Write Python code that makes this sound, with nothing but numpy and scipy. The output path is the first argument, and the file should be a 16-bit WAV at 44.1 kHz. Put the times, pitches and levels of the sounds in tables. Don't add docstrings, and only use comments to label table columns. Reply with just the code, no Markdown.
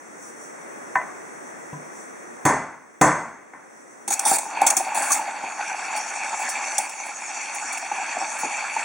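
import sys
import numpy as np
from scipy import signal
from scipy.fft import rfft, irfft, next_fast_len
from scipy.io import wavfile
from scipy.ndimage import uniform_filter1d, map_coordinates

SR = 44100
rng = np.random.default_rng(int(sys.argv[2]) if len(sys.argv) > 2 else 0)


def to_wav(sig):
    pcm = np.clip(np.atleast_2d(sig), -1, 1) * 32767
    pcm = np.round(pcm).astype(np.int16)
    wavfile.write(sys.argv[1], SR, pcm.T)


N = 389844
T = np.arange(N) / SR

# time in seconds, then levels in dB of the pitcher roar, the fizz and the jet hiss.
STEAM = [(4.08, -51, -67, -57), (4.13, -51, -40, -48), (4.25, -31.5, -40.5, -40), (4.45, -38.5, -44, -38.5),
         (4.6, -31, -31, -44), (4.73, -29.5, -38, -39), (4.83, -35, -36.5, -41), (5.01, -26, -31.5, -40.5),
         (5.39, -34.5, -37.5, -41), (5.66, -33.5, -35, -39), (5.86, -34.5, -33, -35.5),
         (6.08, -34.5, -33.5, -34.5), (6.6, -31.5, -32, -34), (6.74, -32.5, -34, -31), (6.9, -42, -39, -38),
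         (7.17, -38.5, -38.5, -38.5), (7.43, -39.5, -33, -35.5), (7.57, -36, -36.5, -33.5),
         (7.84, -34.5, -35.5, -37), (8.07, -34, -29, -36), (8.28, -33, -35.5, -33.5),
         (8.84, -35, -29, -35.5)]
# start in seconds, peak in dB, pitch in Hz, low part in dB re the peak.
GULPS = [(4.078, -25, 820, -14), (4.108, -19.5, 807, -26), (4.195, -25.5, 789, -28), (4.261, -13, 846, -22),
         (4.315, -10.5, 780, -18.5), (4.463, -23.5, 880, -23), (4.571, -21, 920, -24),
         (4.618, -5, 794, -32), (4.65, -16, 903, -28), (4.77, -21.5, 748, -12), (4.805, -16, 762, -27),
         (4.867, -20.5, 778, -36), (4.919, -19.5, 872, -29), (5.105, -17, 1155, -29),
         (5.193, -18, 882, -29), (5.436, -23, 840, -15.5), (5.594, -21, 842, -36), (5.819, -28.5, 750, -18),
         (6.329, -24.5, 898, -19), (6.787, -18, 786, -39), (7.635, -31, 876, -14), (7.915, -17, 854, -25),
         (7.998, -23, 802, -36), (8.168, -18.5, 734, -23), (8.222, -19.5, 785, -24.5),
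         (8.433, -17, 846, -14), (8.624, -22, 853, -35.5), (8.765, -13, 870, -31)]
# frequency in Hz, likeness (1 is identical).
ALIKE = [(100, 1), (300, 1), (700, 0.99), (1500, 0.91), (2500, 0.91), (6000, 0.78), (10000, 0.38),
         (15000, 0.11)]


def amp(db):
    return 10 ** (np.asarray(db) / 20)


def unit(x):
    return x / np.sqrt(np.mean(x ** 2) + 1e-20)


def along(points, hz):
    f, v = np.transpose(points)
    return np.interp(np.log(hz + 1), np.log(f + 1), v)


def curves(rows):
    s, *cols = np.transpose(rows)
    return [np.interp(T, s, c) for c in cols]


def wobble(rate):
    knots = rng.standard_normal(int(N * rate / SR) + 4)
    return map_coordinates(knots, [T * rate])


def filtered(x, response):
    m = next_fast_len(x.shape[-1] + SR // 2)
    spectrum = rfft(x, m) * response(np.fft.rfftfreq(m, 1 / SR))
    return irfft(spectrum, m)[..., :x.shape[-1]]


def coloured(points):
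    return lambda hz: amp(along(points, hz))


def resonant(modes):
    def response(f):
        total = 0
        for k, (c, w, db) in enumerate(modes):
            total = total + (-1) ** k * amp(db) * 1j * f * w / (c * c - f * f + 1j * f * w)
        return total
    return response


def half_angle(alike, hz):
    return np.arccos(np.clip(along(alike, hz), -1, 1)) / 2


def rush(response, patchy_db, lumps=1, alike=ALIKE):
    z = signal.stft(rng.standard_normal((2, N)), nperseg=512)[2]
    field = uniform_filter1d(rng.standard_normal(z.shape[1:]), 6, 0)
    field = uniform_filter1d(field, 10, 1)
    pair = lumps * signal.istft(z * amp(patchy_db * unit(field)), nperseg=512)[1][:, :N]

    def shared(hz):
        turn = half_angle(alike, hz)
        return response(hz) * [np.cos(turn), np.sin(turn)]

    mid, side = filtered(pair, shared)
    return unit(np.array([mid + side, mid - side]))


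def kitchen():
    # time in seconds, level of the drone in dB, level of the airy hiss in dB.
    background = [(0.0, -42.5, -51.5), (0.81, -38, -48), (2.48, -40, -50), (2.63, -48, -58),
                  (2.79, -50, -60), (3.05, -48, -59), (3.18, -49, -51), (3.38, -48, -60.5),
                  (4.06, -45, -53)]
    # frequency in Hz, gain in dB.
    drone_spectrum = [(40, -29), (100, -18), (200, -3.5), (320, 0.5), (1000, -4), (2000, -6.5),
                      (2800, -21.5), (5000, -33.5), (7000, -50)]
    air_spectrum = [(2500, -20), (4500, -18), (6000, 5.5), (7000, -3), (8000, 2), (11000, -8.5),
                    (14000, -22), (15700, -5), (15900, -50)]
    # centre in seconds, peak in dB.
    swishes = [(.26, -48), (.43, -51), (2.0, -53), (3.78, -65), (3.91, -69)]
    # frequency in Hz, likeness (negative is opposed).
    diffuse = [(100, -0.077), (1400, -0.31), (3100, 0.22), (6800, 0.49), (15000, 0.17)]
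    under_steam_db, fade_s, swish_s = -6, 4.5, 0.055

    drone_db, air_db = curves(background)
    sink = amp(under_steam_db * np.clip((T - STEAM[0][0]) / fade_s, 0, 1))
    air_level = amp(air_db)
    for s, db in swishes:
        air_level += amp(db) * np.exp(-((T - s) / swish_s) ** 2)
    drone = amp(drone_db) * rush(coloured(drone_spectrum), patchy_db=0.5, alike=diffuse)
    air = air_level * rush(coloured(air_spectrum), patchy_db=1.0, alike=diffuse)
    return sink * (drone + air)


def echo():
    # frequency in Hz, level in dB.
    rattle_spectrum = [(50, -38), (140, 8.5), (300, -5.5), (1000, 3.5), (2000, -7), (3500, -20.5),
                       (6500, -6.5), (10000, -9.5), (16000, -20)]
    # frequency in Hz, time in seconds to fall 60 dB.
    walls = [(100, 0.59), (500, 0.54), (2000, 0.71), (6000, 0.51), (15000, .2)]
    hz, t, z = signal.stft(rng.standard_normal((2, SR // 2)), SR, nperseg=256)
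    turn = half_angle(ALIKE, hz)[:, None]
    signs = np.array([1, -1])[:, None, None]
    z = np.cos(turn) * z[0] + signs * np.sin(turn) * z[1]
    decay_db = along(rattle_spectrum, hz)[:, None] - 60 * t / along(walls, hz)[:, None]
    return signal.istft(z * amp(decay_db), SR, nperseg=256)[1][:, :SR // 2]


def knocks():
    # start in seconds, level in dB, kind.
    contacts = [(0.954, -2.5, "clack"), (.998, -22, "clack"), (1.013, -20.5, "clack"), (1.729, -21, "thud"),
                (2.452, -6.5, "bang"), (2.461, -12.5, "bang"), (2.49, -13.5, "bounce"),
                (3.012, -4.5, "bang"), (3.016, -9, "bang"), (3.038, -12, "bounce"),
                (3.074, -13.5, "bounce"), (3.534, -29.5, "tap")]
    # frequency in Hz, relative level in dB, seconds to fall 60 dB (unscaled).
    modes = [(148.6, 6, 0.3), (177, -4, 0.37), (263, -5.5, 0.57), (302, 4.5, 0.22), (425, -0.5, 0.24),
             (650, -16, .4), (766, 1.5, 0.12), (991, -0.5, 0.35), (1057, -9.5, 0.49), (1510, -9, 0.26),
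             (1534, -10, 0.47), (1768, -4.5, .2), (1820, -5, 0.33), (1878, -9, .2), (2023, -8.5, 0.52),
             (3424, -17, 0.47), (4445, -11, 0.13), (6400, 2, .6), (6620, -8, .3), (7200, 1, .5),
             (7410, -7, .4), (7840, -3, .5), (8280, -3, .45), (9370, -8, .4)]
    kinds = {"clack": (-29, -25, 2, -31.5, 0.7, 0.48, -16.5),
             "thud": (-0.5, -10, -25, -24, 0.97, 0.35, -35), "bang": (-3, 1, -0.5, -6.5, 0.5, 0.62, 0.5),
             "bounce": (-3.5, -3, 5, -12, 1.14, 1.1, -3), "tap": (-22, -10, 5, -32, 1.3, 0.45, -5)}
    box_top_hz = 500

    out, t = np.zeros((2, N + SR)), np.arange(SR // 2) / SR
    hz, level, t60 = np.transpose(modes)[..., None]
    for s, db, kind in contacts:
        boom_db, thud_db, clank_db, treble_db, box_share, basket_share, rattle_db = kinds[kind]
        share = np.where(hz < box_top_hz, box_share, basket_share)
        knots = rng.standard_normal((2, len(modes), 32))
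        flutter, drift = (np.array([np.interp(t * 45, np.arange(32), k) for k in part]) for part in knots)
        loose_db = 3.5 * flutter * np.clip(t / .05, 0, 1)
        phase = 2 * np.pi * hz * t + .5 * (drift - drift[:, :1])
        ring = np.sum(amp(level + loose_db - 60 * t / (t60 * share)) * np.sin(phase), axis=0)
        crack = 3.2 * amp(-60 * t / 0.04) * rng.standard_normal(len(t))
        rattle = amp(rattle_db) * echo() * (1 - amp(-60 * t / 0.0021))
        sound = amp(-13.5) * (ring + crack) + rattle
        tilt = [(190, boom_db), (250, thud_db), (450, thud_db), (620, 2.5), (1080, 2.0), (1270, -2),
                (1450, clank_db), (2200, clank_db), (2600, -4.5), (4000, treble_db)]
        onset = np.clip(t / 0.0014, 0, 1)
        out[:, round(s * SR):][:, :len(t)] += amp(db) * onset * filtered(sound, coloured(tilt))
    return out[:, :N]


def blows(rows, rise, tail_db, tail_t60):
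    power = np.zeros(N + SR)
    t = np.arange(SR // 2) / SR
    for s, db, hold, t60 in rows:
        after = np.maximum(t - hold, 0)
        direct = amp(db - 60 * after / t60) ** 2
        tail = amp(db + tail_db - 60 * after / tail_t60) ** 2
        power[round(s * SR):][:len(t)] += (direct + tail) * np.clip(t / rise, 0, 1) ** 2
    return np.sqrt(power[:N])


def pops(rate, spread_db):
    count = int(rate * N / SR)
    when, size = rng.random((count, 2)).T
    strength = amp(-spread_db * np.log(size + .1))
    drive = np.bincount((when * N).astype(int), strength, N)
    return uniform_filter1d(drive, size=130) * 130


def steam():
    # frequency in Hz, width in Hz, level in dB.
    pitcher = [(280, 148, -10), (538, 176, -8), (837, 218, 0)]
    churn = [(1075, 470, -2.5), (1420, 199, 3.5), (1689, 510, -1)]
    bubbles = [(2250, 220, 1), (2606, 264, 0.5), (3160, 820, -12.5), (4560, 190, -7.5)]
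    # frequency in Hz, gain in dB.
    jet_spectrum = [(1500, -50), (4000, -22), (5700, 4.5), (6700, 6), (8000, 2), (9200, -4), (10000, -3.5),
                    (12000, -23), (15000, -29), (15800, -30), (16200, -38)]
    spurt_spectrum = [(500, -30), (2000, -20), (4500, -1.5), (6500, 7.5), (9000, 9.5), (11000, 5.5),
                      (13000, 3), (15000, -2), (15800, 4), (16400, -43)]
    # start in seconds, peak in dB,
    # hold in seconds, time in seconds to fall 60 dB.
    spurts = [(4.078, -11, 0.0016, 0.08), (4.104, -11.5, 0.0088, .04), (4.119, -12, 0.022, .03),
              (4.193, -7.5, 0.0036, 0.02), (4.251, -10.5, 0.068, 0.046), (4.325, -12, 0.038, .08),
              (4.384, -10.5, 0.0041, 0.032), (4.615, -10, 0.0029, 0.013), (4.665, -2, 0.0047, 0.093),
              (4.701, -6, 0.0078, 0.02), (4.767, -5, 0.0045, 0.1), (4.946, -17, 0.036, 0.23),
              (5.02, -21, 0.081, 0.25), (5.102, -16, 0.021, 0.06), (5.118, -7, 0.0092, 0.18),
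              (5.96, -24, 0.018, 0.1), (6.391, -28, 0.038, 0.12), (6.489, -19.5, 0.013, 0.12),
              (6.781, -7.5, 0.0055, 0.033), (6.893, -23, 0.006, 0.035), (7.06, -30.5, 0.0079, 0.043),
              (7.545, -27.5, 0.013, 0.06), (7.726, -22.5, 0.0064, 0.051), (7.774, -25, 0.0091, 0.067),
              (8.385, -25, 0.024, 0.11)]
    gush_db, gush_follows_roar = -3, 0.49
    stir_db, stir_hold_s, stir_t60_s = -16.5, 0.0073, 0.38
    splash_db = -28
    crest_db = 6.5

    roar_db, fizz_db, jet_db = curves(STEAM)
    gush_level_db = gush_db + fizz_db + gush_follows_roar * (roar_db - fizz_db)
    bursts = blows(spurts, rise=0.00081, tail_db=-13.5, tail_t60=0.37)
    stirs = [(s, db + stir_db, stir_hold_s, stir_t60_s) for s, db, *_ in GULPS]
    stir = blows(stirs, rise=0.0068, tail_db=-2, tail_t60=0.46)
    splash = amp(splash_db) * bursts + amp(-13.5) * stir
    opening = np.clip((T - STEAM[0][0]) / 0.0037 + 1, 0, 1)

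    surge = wobble(30)
    roar_lumps = amp(1.6 * surge) * (0.5 + 0.56 * pops(45, spread_db=0))
    roar = np.hypot(amp(roar_db), stir) * rush(
        lambda f: resonant(pitcher)(f) ** 2, patchy_db=0.33, lumps=roar_lumps)
    gush_lumps = amp(0.36 * surge + 1.8 * wobble(110))
    gush = np.hypot(amp(gush_level_db), splash) * rush(
        lambda f: resonant(churn)(f) ** 2, patchy_db=2.0, lumps=gush_lumps)
    fizz_lumps = amp(1.55 * surge) * (1.5 + 0.49 * pops(70, spread_db=5.5))
    fizz = np.hypot(amp(fizz_db), splash) * rush(resonant(bubbles), patchy_db=2.0, lumps=fizz_lumps)
    jet_lumps = amp(1.15 * wobble(35)) * (1.5 + 0.26 * pops(44, spread_db=7.5))
    jet = amp(jet_db) * rush(coloured(jet_spectrum), patchy_db=3.15, lumps=jet_lumps)
    tearing = amp(-crest_db) * bursts * rush(
        coloured(spurt_spectrum), patchy_db=3.5, lumps=amp(0.53 * wobble(350)))
    return opening * (roar + gush + fizz + jet) + tearing


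def gulps():
    rise_s, ring_t60_s, splatter_t60_s = 0.0086, 0.049, 0.18
    column, drive, t = np.zeros(N + SR), np.zeros(N + SR), np.arange(SR // 8) / SR
    rise = 1 - amp(-60 * t / rise_s)
    ring = rise * amp(-60 * t / ring_t60_s)
    for s, db, hz, low_db in GULPS:
        start = round(s * SR)
        column[start:][:len(t)] += amp(db) * ring / ring.max() * np.sin(2 * np.pi * hz * t)
        drive[start:][:len(t)] += rise * amp(db + low_db - 60 * t / splatter_t60_s)
    low_modes = resonant([(280, 220, 0), (600, 500, -8)])
    splatter = drive[:N] * rush(lambda f: low_modes(f) ** 2, patchy_db=-0.5)
    return column[:N] + splatter


def scene():
    return (kitchen() + knocks()) * amp([[.3], [-.3]]) + steam() + gulps()


def record(dry):
    # frequency in Hz, width in Hz.
    notches = [(3000, 445), (4000, 530), (5000, 670), (12000, 2680), (12700, 2440), (13400, 2350)]
    top_hz, bass_hz, ceiling = 16700, 90, .92

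    def response(f):
        notch = np.prod([(c * c - f * f) / (c * c - f * f + 1j * f * w) for c, w in notches], axis=0)
        bass_cut = (1j * f / (1j * f + bass_hz)) ** 2
        return notch * bass_cut

    x = filtered(dry, response)
    x = x / (1 + np.abs(x / ceiling) ** 8) ** (1 / 8)
    return filtered(x, lambda hz: hz < top_hz)


dry = scene()
out = record(dry)
to_wav(out)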